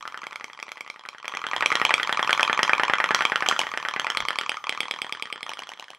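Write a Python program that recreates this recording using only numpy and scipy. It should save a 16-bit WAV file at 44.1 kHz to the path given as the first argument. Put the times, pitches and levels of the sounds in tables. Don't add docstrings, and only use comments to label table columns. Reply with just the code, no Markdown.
import sys
import numpy as np
from scipy import signal
from scipy.fft import rfft, irfft, next_fast_len
from scipy.io import wavfile
from scipy.ndimage import uniform_filter1d

SR = 44100
rng = np.random.default_rng(int(sys.argv[2]) if len(sys.argv) > 2 else 0)


def gain_from_db(level_db):
    decades = np.asarray(level_db, float) / 20
    return 10 ** decades


def unload_audio(sound):
    columns = np.transpose(np.atleast_2d(sound))
    steps = np.round(np.clip(columns, -1, 1) * 32767)
    wavfile.write(sys.argv[1], SR, steps.astype(np.int16))


N = 264114
GRAIN, ROOM = 900, 9000
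LONG = next_fast_len(N + 9000, True)
MUTE = 200
TICK_SLOWER, WEAK_SLOWER = 1.3, 1.1


def colour(x, points):
    hz, db = np.transpose(points)
    f = np.arange(x.shape[-1] // 2 + 1) * SR / x.shape[-1]
    gain = gain_from_db(np.interp(np.log(f + 1), np.log(hz), db, left=-80, right=-80))
    return irfft(rfft(x) * gain / np.sqrt(np.mean(gain ** 2)), x.shape[-1])


# f/Hz, level/dB
AIR = [(30, -15), (120, 0), (1200, -10.5), (8000, -18), (15500, -21)]
# t/s, level/dB
AIR_LEVEL = [(0, -65.5), (1.2, -77), (1.6, -53), (3.4, -56.5), (6.0, -72.5)]


def air():
    mid, side = colour(rng.standard_normal((2, LONG)), AIR)[:, :N]
    t, db = np.transpose(AIR_LEVEL)
    level = gain_from_db(np.interp(np.arange(N) / SR, t, db))
    return level * (mid + 1.3 * side * np.array([[1], [-1]]))


# t/s, dome level/dB
SETTLES = [(0.008, -35), (0.0988, -39), (0.19, -35), (0.5477, -39), (1.009, -39.5), (1.1994, -37),
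           (1.294, -31), (1.391, -30), (1.486, -26.5), (1.5793, -24), (1.7696, -19.5), (1.8646, -19),
           (2.047, -24.5), (2.1455, -21), (2.2458, -19.5), (2.3484, -19), (2.449, -18),
           (2.546, -21.5), (2.6485, -18.5), (2.7498, -21.5), (2.8498, -20), (2.9536, -21.0),
           (3.0585, -21.5), (3.161, -20.5), (3.2688, -26), (3.375, -27),
           (3.689, -27), (3.799, -26.5), (3.91, -25.5), (4.0159, -26), (4.119, -27), (4.2227, -23),
                (4.329, -26), (4.434, -25.5), (4.542, -26), (4.64, -23.5), (4.748, -27), (4.854, -26),
                (4.9606, -28), (5.0653, -29), (5.171, -30.5), (5.271, -32), (5.377, -33.5), (5.481, -34)]
# t/s, dome level/dB
STRAYS = [
    (1.136, -44),
    (1.317, -33),
    (3.476, -27),
    (3.5807, -35),
    (4.4293, -37),
    (5.5854, -36),
    (5.6822, -45),
    (5.789, -42),
    (5.8966, -50),
]
# buckle f/Hz; buckle, rim, crack level/dB over the dome
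SETTLE = (1840, -1.2, -4.5, -15.5)


def settles():
    t, dome_db = np.transpose(SETTLES + STRAYS)
    hz, buckle, rim, crack_over = SETTLE
    return t, dome_db, hz, dome_db + buckle, dome_db + rim, dome_db + crack_over, TICK_SLOWER


# t/s, dome level/dB
LIFTS = [(0.025, -27.5), (0.122, -31), (0.2166, -28.5), (0.3086, -32), (0.3968, -32.5), (0.48, -37),
         (0.574, -34), (0.6656, -36.5), (0.756, -39), (0.846, -40), (0.9407, -38), (1.036, -36.0),
         (1.129, -37), (1.227, -32), (1.3207, -27), (1.4153, -24), (1.5123, -19.5), (1.6065, -15),
         (1.702, -16), (1.7976, -17), (1.8918, -14), (1.979, -17), (2.0726, -18), (2.1716, -14.5),
         (2.274, -14.5), (2.3754, -16), (2.476, -14.5), (2.5744, -14.5), (2.677, -16), (2.7794, -17),
         (2.88, -15), (2.9829, -16), (3.0885, -17), (3.189, -17.5), (3.297, -20.5), (3.405, -19),
              (3.511, -19), (3.614, -20.5), (3.7151, -23.5), (3.826, -23), (3.937, -19), (4.044, -17.5),
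              (4.148, -19), (4.2506, -19), (4.356, -21), (4.461, -21.5), (4.5686, -22.5), (4.668, -20),
              (4.774, -22.5), (4.8814, -24.5), (4.987, -25.5), (5.093, -26.5), (5.196, -28.5), (5.3, -28),
              (5.4063, -31.5), (5.5153, -25), (5.62, -26.5), (5.717, -27.5), (5.824, -30), (5.932, -35.5)]
# buckle f/Hz; buckle, rim, crack level/dB over the dome
LIFT = (2346.5, -4, -15.5, -13.5)
# from t/s, buckle f/Hz, added buckle level/dB
LIFT_SLACK = (5.46, 1840, 2.4)
# until t/s, added buckle level/dB
COLD_LIFT = (1.45, -3)


def lifts():
    t, dome_db = np.transpose(LIFTS)
    hz, buckle, rim, crack_over = LIFT
    slack_from, slack_hz, slack_db = LIFT_SLACK
    cold_until, cold_db = COLD_LIFT
    slack = t > slack_from
    buckle_db = dome_db + buckle + slack * slack_db + cold_db * (t < cold_until)
    return t, dome_db, np.where(slack, slack_hz, hz), buckle_db, dome_db + rim, dome_db + crack_over, TICK_SLOWER


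# t/s, buckle level/dB
PULLS_EARLY = [(0.053, -26), (0.1433, -25), (0.2326, -25), (0.323, -28.5), (0.409, -26), (0.499, -30),
               (0.59, -28), (0.6812, -28.5), (0.771, -29), (0.863, -31), (0.96, -32), (1.052, -29),
               (1.147, -32), (1.2444, -25.5), (1.3377, -21), (1.44, -17), (1.533, -13), (1.6239, -8),
               (1.7172, -10), (1.815, -7), (1.9062, -6), (1.998, -11.5), (2.0933, -10.5), (2.1931, -9),
               (2.2934, -7), (2.3948, -7.0), (2.4966, -8), (2.5913, -7), (2.694, -6), (2.7966, -7)]
PULLS_LATE = [(2.8973, -7.5), (3.0012, -7), (3.1072, -7), (3.2072, -7.5), (3.3194, -10), (3.4232, -10),
              (3.524, -13.5), (3.634, -18), (3.738, -16.5), (3.8504, -14), (3.962, -14), (4.0672, -11),
              (4.171, -12.5), (4.284, -13.5), (4.386, -13), (4.4933, -13.5), (4.693, -13), (4.804, -13.0),
              (4.91, -14.5), (5.017, -16.5), (5.1234, -17.5), (5.223, -18), (5.3255, -19.5), (5.429, -21.5),
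              (5.534, -26), (5.6337, -30), (5.735, -31.5), (5.841, -35), (5.947, -37)]
# t/s, buckle f/Hz, dome level/dB over the buckle
TENSION = [(0, 1590, 3), (.25, 1944, -2.5), (.6, 1960, -9), (1.2, 1913, -3.5), (1.9, 1938, -6),
           (2.0, 1770, -5.5), (2.7, 1760, -7), (3.3, 1810, -5), (3.55, 1842, -20), (4.07, 1944, -8),
           (4.18, 2150, -6), (4.45, 2360, -9), (5.9, 2221, -19)]
# buckle f/Hz; rim, crack level/dB over the buckle
PULL_EDGE = [(2020, -18, -25), (2130, -4, -12)]


def pulls():
    t, db = np.transpose(PULLS_EARLY + PULLS_LATE)
    tension_t, tension_hz, tension_dome = np.transpose(TENSION)
    hz = np.interp(t, tension_t, tension_hz)
    dome_db = db + np.interp(t, tension_t, tension_dome)
    edge_hz, edge_rim, edge_crack = np.transpose(PULL_EDGE)
    rim_db = db + np.interp(hz, edge_hz, edge_rim)
    crack_db = db + np.interp(hz, edge_hz, edge_crack)
    return t, dome_db, hz, db, rim_db, crack_db, 1


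# t/s, level/dB
KNOCKS = [
    (.06, -64),
    (3.488, -49),
    (4.22, -44),
    (4.8, -55),
]


def knocks():
    t = np.arange(N) / SR
    swell = sum(gain_from_db(db) * np.exp(-np.abs(t - at) / 0.027) for at, db in KNOCKS)
    return swell * colour(rng.standard_normal((2, LONG)), [(25, -5), (250, -6)])[:, :N]


# t/s, buckle level/dB, buckle f/Hz, dome level/dB,
# rim level/dB
POPS = [(0.076, -28.5, 1930, -23, -29.5), (0.1741, -29, 1960, -24.5, -33),
        (0.2671, -24.5, 2300, -26, -33.5), (0.3571, -24, 2270, -26.5, -33),
        (0.442, -23, 2260, -30, -35), (0.531, -38, 2300, -33.5, -38), (0.6263, -22, 2320, -27.5, -37),
        (0.717, -25.5, 2250, -29, -34.5), (0.807, -23.5, 2350, -31, -35.5),
        (0.8993, -24, 2350, -31, -37), (0.993, -40, 1840, -34.5, -38.5),
        (1.087, -25.5, 2350, -28.5, -33.5), (1.182, -35, 1930, -34.5, -38.5),
        (1.279, -20, 2343, -23, -26.5), (1.37, -20.5, 2330, -18.5, -30), (1.466, -21.5, 1820, -18, -21),
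        (1.563, -17, 1840, -15.5, -17), (1.659, -6.5, 2300, -17, -14), (1.7534, -9, 1940, -16, -14.5),
        (1.85, -8.5, 2357, -11.5, -10.5),
        (1.939, -5, 2310, -13, -12), (2.03, -14, 1890, -25.0, -16), (2.1255, -15, 1840, -14.5, -16.5),
             (2.227, -13.5, 1840, -10, -15.5), (2.3283, -8.5, 2330, -11.5, -9.5),
             (2.429, -8.5, 2365, -10.5, -11.5), (2.5284, -13, 2345, -12, -16.5), (2.63, -7, 1860, -12, -12),
             (2.732, -6, 2334, -6, -20.5), (2.8335, -8.5, 1840, -9.5, -16), (2.9349, -8.5, 2043, -8, -17),
             (3.0408, -7.5, 1930, -12, -18.5), (3.146, -7.5, 1930, -8.5, -14.5),
             (3.251, -9.5, 2328, -10, -12.5), (3.3574, -11, 1810, -11, -14),
             (3.4604, -17, 1920, -15.5, -21), (3.563, -22.0, 1870, -16, -27),
             (3.6675, -17.5, 1920, -23, -29), (3.774, -13, 1760, -29, -22.5),
             (3.885, -15, 1750, -20, -20.5),
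        (3.996, -14, 1796, -19, -16.5), (4.1005, -15, 1790, -20, -16.5),
              (4.2028, -17, 2310, -19.5, -21), (4.305, -14, 1764, -18.5, -28), (4.411, -18, 1810, -21, -24),
              (4.517, -18.5, 1810, -24, -26), (4.7242, -18.5, 2130, -43, -26),
              (4.8308, -22, 1960, -30, -25.5), (4.938, -23, 1820, -35, -29.5),
              (5.0447, -25.5, 1840, -24, -31.5), (5.149, -26, 1800, -33, -34),
              (5.2547, -26.5, 1836, -39, -31.5), (5.358, -27, 1750, -31.5, -36),
              (5.464, -26.5, 1860, -26, -33), (5.5707, -34, 1800, -30.5, -34), (5.67, -34, 1860, -34, -37),
              (5.7734, -39.0, 1855, -38, -40.5), (5.8816, -36, 1730, -40.5, -40.5),
              (5.9865, -49, 1810, -37, -45)]
# t/s, crack level/dB of a pop
DRYNESS = [(0, -8.5), (.3, -7.5), (.6, -3.5), (1.15, -5.5), (1.45, -9), (2.0, -11), (2.65, -10.5),
           (2.75, -14.5), (3.05, -16), (3.15, -4), (3.3, -16.5), (4.1, -12), (4.3, -10.5), (6, -13.5)]
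WEAK_POP_DB = -5
POP_CRACK_FROM_RIM = 0.61


def pops():
    t, db, hz, dome_db, rim_db = np.transpose(POPS)
    pull_t, pull_db = np.transpose(PULLS_EARLY + PULLS_LATE)
    weak = db < np.interp(t, pull_t, pull_db) + WEAK_POP_DB
    dryness_db = np.interp(t, *np.transpose(DRYNESS))
    crack_db = db + POP_CRACK_FROM_RIM * (rim_db - db) + dryness_db
    return t, dome_db, hz, db, rim_db, crack_db, np.where(weak, WEAK_SLOWER, 1)


# t/s, buckle level/dB, buckle f/Hz, dome level/dB
REPEATS = [(0.239, -30, 1590, -36), (0.328, -29, 2200, -29), (0.599, -29.5, 2140, -36),
           (0.69, -31.5, 2150, -35), (0.777, -36, 2120, -40), (0.876, -33.0, 2130, -34),
           (1.0597, -34, 1600, -33), (1.254, -27.5, 2370, -29), (1.3492, -22.5, 2020, -35),
           (1.7234, -15, 2220, -17), (2.3063, -11.5, 1620, -17), (2.407, -14.5, 1600, -12.5),
           (3.114, -21, 1607, -23), (3.221, -14, 1970, -25), (3.4636, -18.5, 2330, -17),
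           (3.8595, -32, 1850, -21)]
# t/s, buckle level/dB, buckle f/Hz, dome level/dB
JOLTS = [
    (3.5113, -16, 1690, -10),
    (3.6134, -15, 2210, -24),
]
# level/dB over the buckle, each
REPEAT_EDGE = (-8.5, -15.5)


def repeats_and_jolts():
    t, db, hz, dome_db = np.transpose(REPEATS + JOLTS)
    rim, crack_over = REPEAT_EDGE
    return t, dome_db, hz, db, db + rim, db + crack_over, 1


# t/s, buckle level/dB, rim level/dB
RAPS = [
    (3.486, -14, -9.5),
    (3.591, -14.5, -12.5),
    (5.492, -26.5, -24.5),
    (5.5901, -29, -26.5),
    (5.69, -33, -29.5),
    (5.7958, -34, -30.5),
    (5.9024, -35.5, -33),
]
# buckle f/Hz, dome level/dB over the row, crack level/dB over the rim, buckle level/dB over the row
RAP = (2468, 1.5, -6, -3.5)
# delay/ms, buckle f/Hz, level/dB
SLAP = (11, 1600, -5.5)


def raps():
    t, db, rim_db = np.transpose(RAPS)
    hz, dome, crack_over, buckle = RAP
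    return t, db + dome, hz, db + buckle, rim_db, rim_db + crack_over, 1


def slaps():
    t, db, _ = np.transpose(RAPS)
    delay_ms, hz, step = SLAP
    return t + delay_ms / 1000, db - MUTE, hz, db + step, db + 2 * step, db + 3 * step, 1


def strokes():
    kinds = pulls(), pops(), lifts(), settles(), raps(), slaps(), repeats_and_jolts()
    return np.hstack([np.broadcast_arrays(*kind) for kind in kinds])


RING_MS = 4.5


def bursts(s, db, waves, rise_ms, delay_ms, ring_db=-30):
    t = np.arange(GRAIN) / SR * 1000 / rise_ms[:, None]
    swell = (t * np.exp(1 - t)) ** 2.54
    ring = (1 - np.exp(-t ** 2)) * np.exp(-t * rise_ms[:, None] / RING_MS)
    shape = swell + gain_from_db(ring_db) * ring
    out = np.zeros(N + 2 * GRAIN)
    at = ((s + delay_ms / 1000) * SR).astype(int)[:, None] + np.arange(GRAIN)
    np.add.at(out, at, gain_from_db(db)[:, None] * shape * waves)
    return out[:N]


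# delay/ms, level/dB
ECHOES = [(7.9, -2), (14.5, -11.5)]
TREBLE_T60_S = 0.26


def room(x, echo_db, tail_db, t60, side_db):
    t = np.arange(ROOM) / SR
    grit = rng.standard_normal((2, ROOM)) * gain_from_db(4.25 * rng.standard_normal((2, ROOM)))
    dull = uniform_filter1d(grit, size=3)
    grit = dull + (grit - dull) * gain_from_db(-60 * t / TREBLE_T60_S)
    mid, side = grit * gain_from_db(tail_db - 15 - 60 * t / t60) * np.clip(t / .006, 0, 1)
    mid[0] = 1
    for ms, db in ECHOES:
        mid[int(ms * SR / 1000)] += gain_from_db(db + echo_db)
    slope = np.gradient(np.roll(mid, 2)) * SR / (2 * np.pi * 2500)
    side = gain_from_db(side_db) * (1.6 * side - slope)
    return rfft(x, LONG) * rfft(np.array([mid + side, mid - side]), LONG)


def mode(s, db, voice, hz=0.95, sign=1, slower=0.83):
    centre_hz, rise_ms, delay_ms, gain_db, *space, ring_db = voice
    chance = rng.standard_normal((len(s), 3))
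    hz = hz * centre_hz * np.exp(.025 * chance[:, 0])
    phase = 0.61 * chance[:, 1:2]
    waves = sign * np.sin(2 * np.pi * hz[:, None] * np.arange(GRAIN) / SR + phase)
    rise_ms = slower * rise_ms * np.exp(0.15 * chance[:, 2])
    return room(bursts(s, db + gain_db, waves, rise_ms, delay_ms, ring_db), *space)


# rise/ms, delay/ms, gain/dB, echo level/dB, tail level/dB, tail t60/s, side level/dB
CRACK = (1.1951, 0.41, 1.85, -17, -25.5, 0.32, -9.5)
# f/Hz, level/dB
CRACK_COLOUR = [(3800, 3.5), (4500, -2.5), (6100, -1.3), (7100, -9.5), (9000, -14), (12000, -21),
                (16300, -32)]
# f/Hz, level/dB
PULL_COLOUR = [(3900, 4.5), (4500, 2), (5100, 4), (6500, -14), (8500, -4), (12000, -20), (16300, -29.5)]


def crack(s, db, soft, pull):
    rise_ms, delay_ms, gain_db, echo_db, tail_db, t60, side_db = CRACK
    noise = rng.standard_normal((2, len(s), GRAIN))
    waves = np.where(pull[:, None], colour(noise, PULL_COLOUR), colour(noise, CRACK_COLOUR))
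    mid, side = np.where(soft[:, None], uniform_filter1d(waves, size=3), waves)
    side = side - np.roll(side, 1, axis=1)
    mid, side = (bursts(s, db + gain_db, wave, rise_ms + 0 * s, delay_ms) for wave in (mid, side))
    centre = room(mid, echo_db, tail_db, t60, -26.5)
    return centre + gain_from_db(side_db) * rfft(side, LONG) * np.array([[1], [-1]])


# f/Hz (1 where each event tunes it), rise/ms, delay/ms, gain/dB,
# echo level/dB, tail level/dB, tail t60/s, side level/dB, ring level/dB
THUMP = (510, 0.86, 0.13, -10, -17, -21, 0.21, -17.5, -16)
DOME = (1, 1.02, 0.79, 0, -7, -25, 0.27, -24, -10)
DOME_TICK = (1, 2, 0.96, 0.73, -7, -23, 0.3, -29, -20)
RIM = (1, 1.33, 0.79, 1.48, -7, -27.5, 0.32, -19.5, -16.5)
TAUT = (1, 1.8, 0.5, 1.5, -24, -28, 0.2, -26, -17.5)
SLACK = (1, 0.55, 0.52, 2.5, -11, -23, 0.27, -23, -11)
BOWL = (915, 5., 9, -17.5, -44, -26, 0.95, -20, -32)
# buckle f/Hz, dome f/Hz, rim f/Hz
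TUNING = [(1745, 1380, 3206), (2342, 1172, 3250), (2403, 835, 3080)]
# delay/ms, level/dB
REBOUND = (4.52, -7.5)
REBOUND_CRACK_MS, REBOUND_CRACK_DB = 4.5, -8
SETTLE_DOME_HZ = 1088
BOWL_TAUT_DB, PULL_QUICKER = -4.5, 0.72


def boiler():
    s, dome_db, buckle_hz, buckle_db, rim_db, crack_db, slower = strokes()
    tuning_hz, tuning_dome, tuning_rim = np.transpose(TUNING)
    rim_hz = np.interp(buckle_hz, tuning_hz, tuning_rim)
    dome_hz = np.interp(buckle_hz, tuning_hz, tuning_dome)
    settling = buckle_hz == SETTLE[0]
    dome_hz = np.where(settling, SETTLE_DOME_HZ, dome_hz) * np.exp(0.038 * rng.standard_normal(len(s)))
    dome_db = dome_db - 2.1 * settling
    tick = slower == TICK_SLOWER
    pull = np.arange(len(s)) < len(PULLS_EARLY + PULLS_LATE)

    lid = mode(s[tick], dome_db[tick], DOME_TICK, dome_hz[tick], -1.056)
    lid = lid + mode(s[~tick], dome_db[~tick], DOME, dome_hz[~tick], -1.056)

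    taut = buckle_hz > 2130
    pace = np.where(pull & taut, PULL_QUICKER, 1) * 0.75
    lid += mode(s, buckle_db - MUTE * ~taut, TAUT, buckle_hz, slower=pace)
    lid += mode(s, buckle_db - MUTE * taut, SLACK, buckle_hz, slower=pace)
    again = pull & (buckle_hz < 1930) & (rim_db < buckle_db - 12)
    bounce_ms, bounce_db = REBOUND
    again_db = buckle_db + bounce_db - MUTE * ~again
    lid += mode(s + bounce_ms / 1000, again_db, SLACK, 0.84 * buckle_hz, slower=0.78)

    lid += mode(s, buckle_db, THUMP, 2 ** rng.uniform(-0.32, 0.35, len(s)), -0.92)
    lid += mode(s, rim_db, RIM, rim_hz)
    inward = pull | (buckle_hz == RAP[0])
    bowl_db = buckle_db + BOWL_TAUT_DB * (pull & taut)
    lid += mode(s[inward], bowl_db[inward], BOWL)

    edge_s = np.r_[s, s[again] + REBOUND_CRACK_MS / 1000]
    edge_db = np.r_[crack_db, crack_db[again] + REBOUND_CRACK_DB]
    soft = np.r_[(slower > 1) | again, again[again]]
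    lid += crack(edge_s, edge_db, soft, np.r_[pull, pull[again]])
    return irfft(lid, LONG)[:, :N]


def scene():
    no_bass = signal.butter(3, 140, "high", fs=SR, output="sos")
    return signal.sosfilt(no_bass, boiler()) + knocks() + air()


STARVED_SHARE, STARVED_FROM_HZ, STARVED_DB = 0.3, 7500, 3.5


def starve(x):
    hz, t, cells = signal.stft(x, SR, nperseg=256)
    db = 20 * np.log10(np.abs(cells) + 1e-9)
    usual = uniform_filter1d(uniform_filter1d(db, size=41, axis=2), size=5, axis=1)
    moments = len(t) // 8 + 1
    short = np.repeat(rng.random(moments) < STARVED_SHARE, 8)[:len(t)]
    edge = STARVED_FROM_HZ * np.repeat(rng.uniform(1, 1.5, moments), 8)[:len(t)]
    faint = short & (hz[:, None] > edge) & (db.max(axis=0) < usual + STARVED_DB + 6)
    return signal.istft(cells * ~faint, SR, nperseg=256)[1][:, :N]


def band_limit(x):
    return signal.sosfilt(signal.butter(12, 16970, fs=SR, output="sos"), x)


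def record(dry):
    rounded = 1.236 * np.tanh(dry / 1.373)
    return band_limit(starve(rounded))


dry = scene()
out = record(dry)
unload_audio(out)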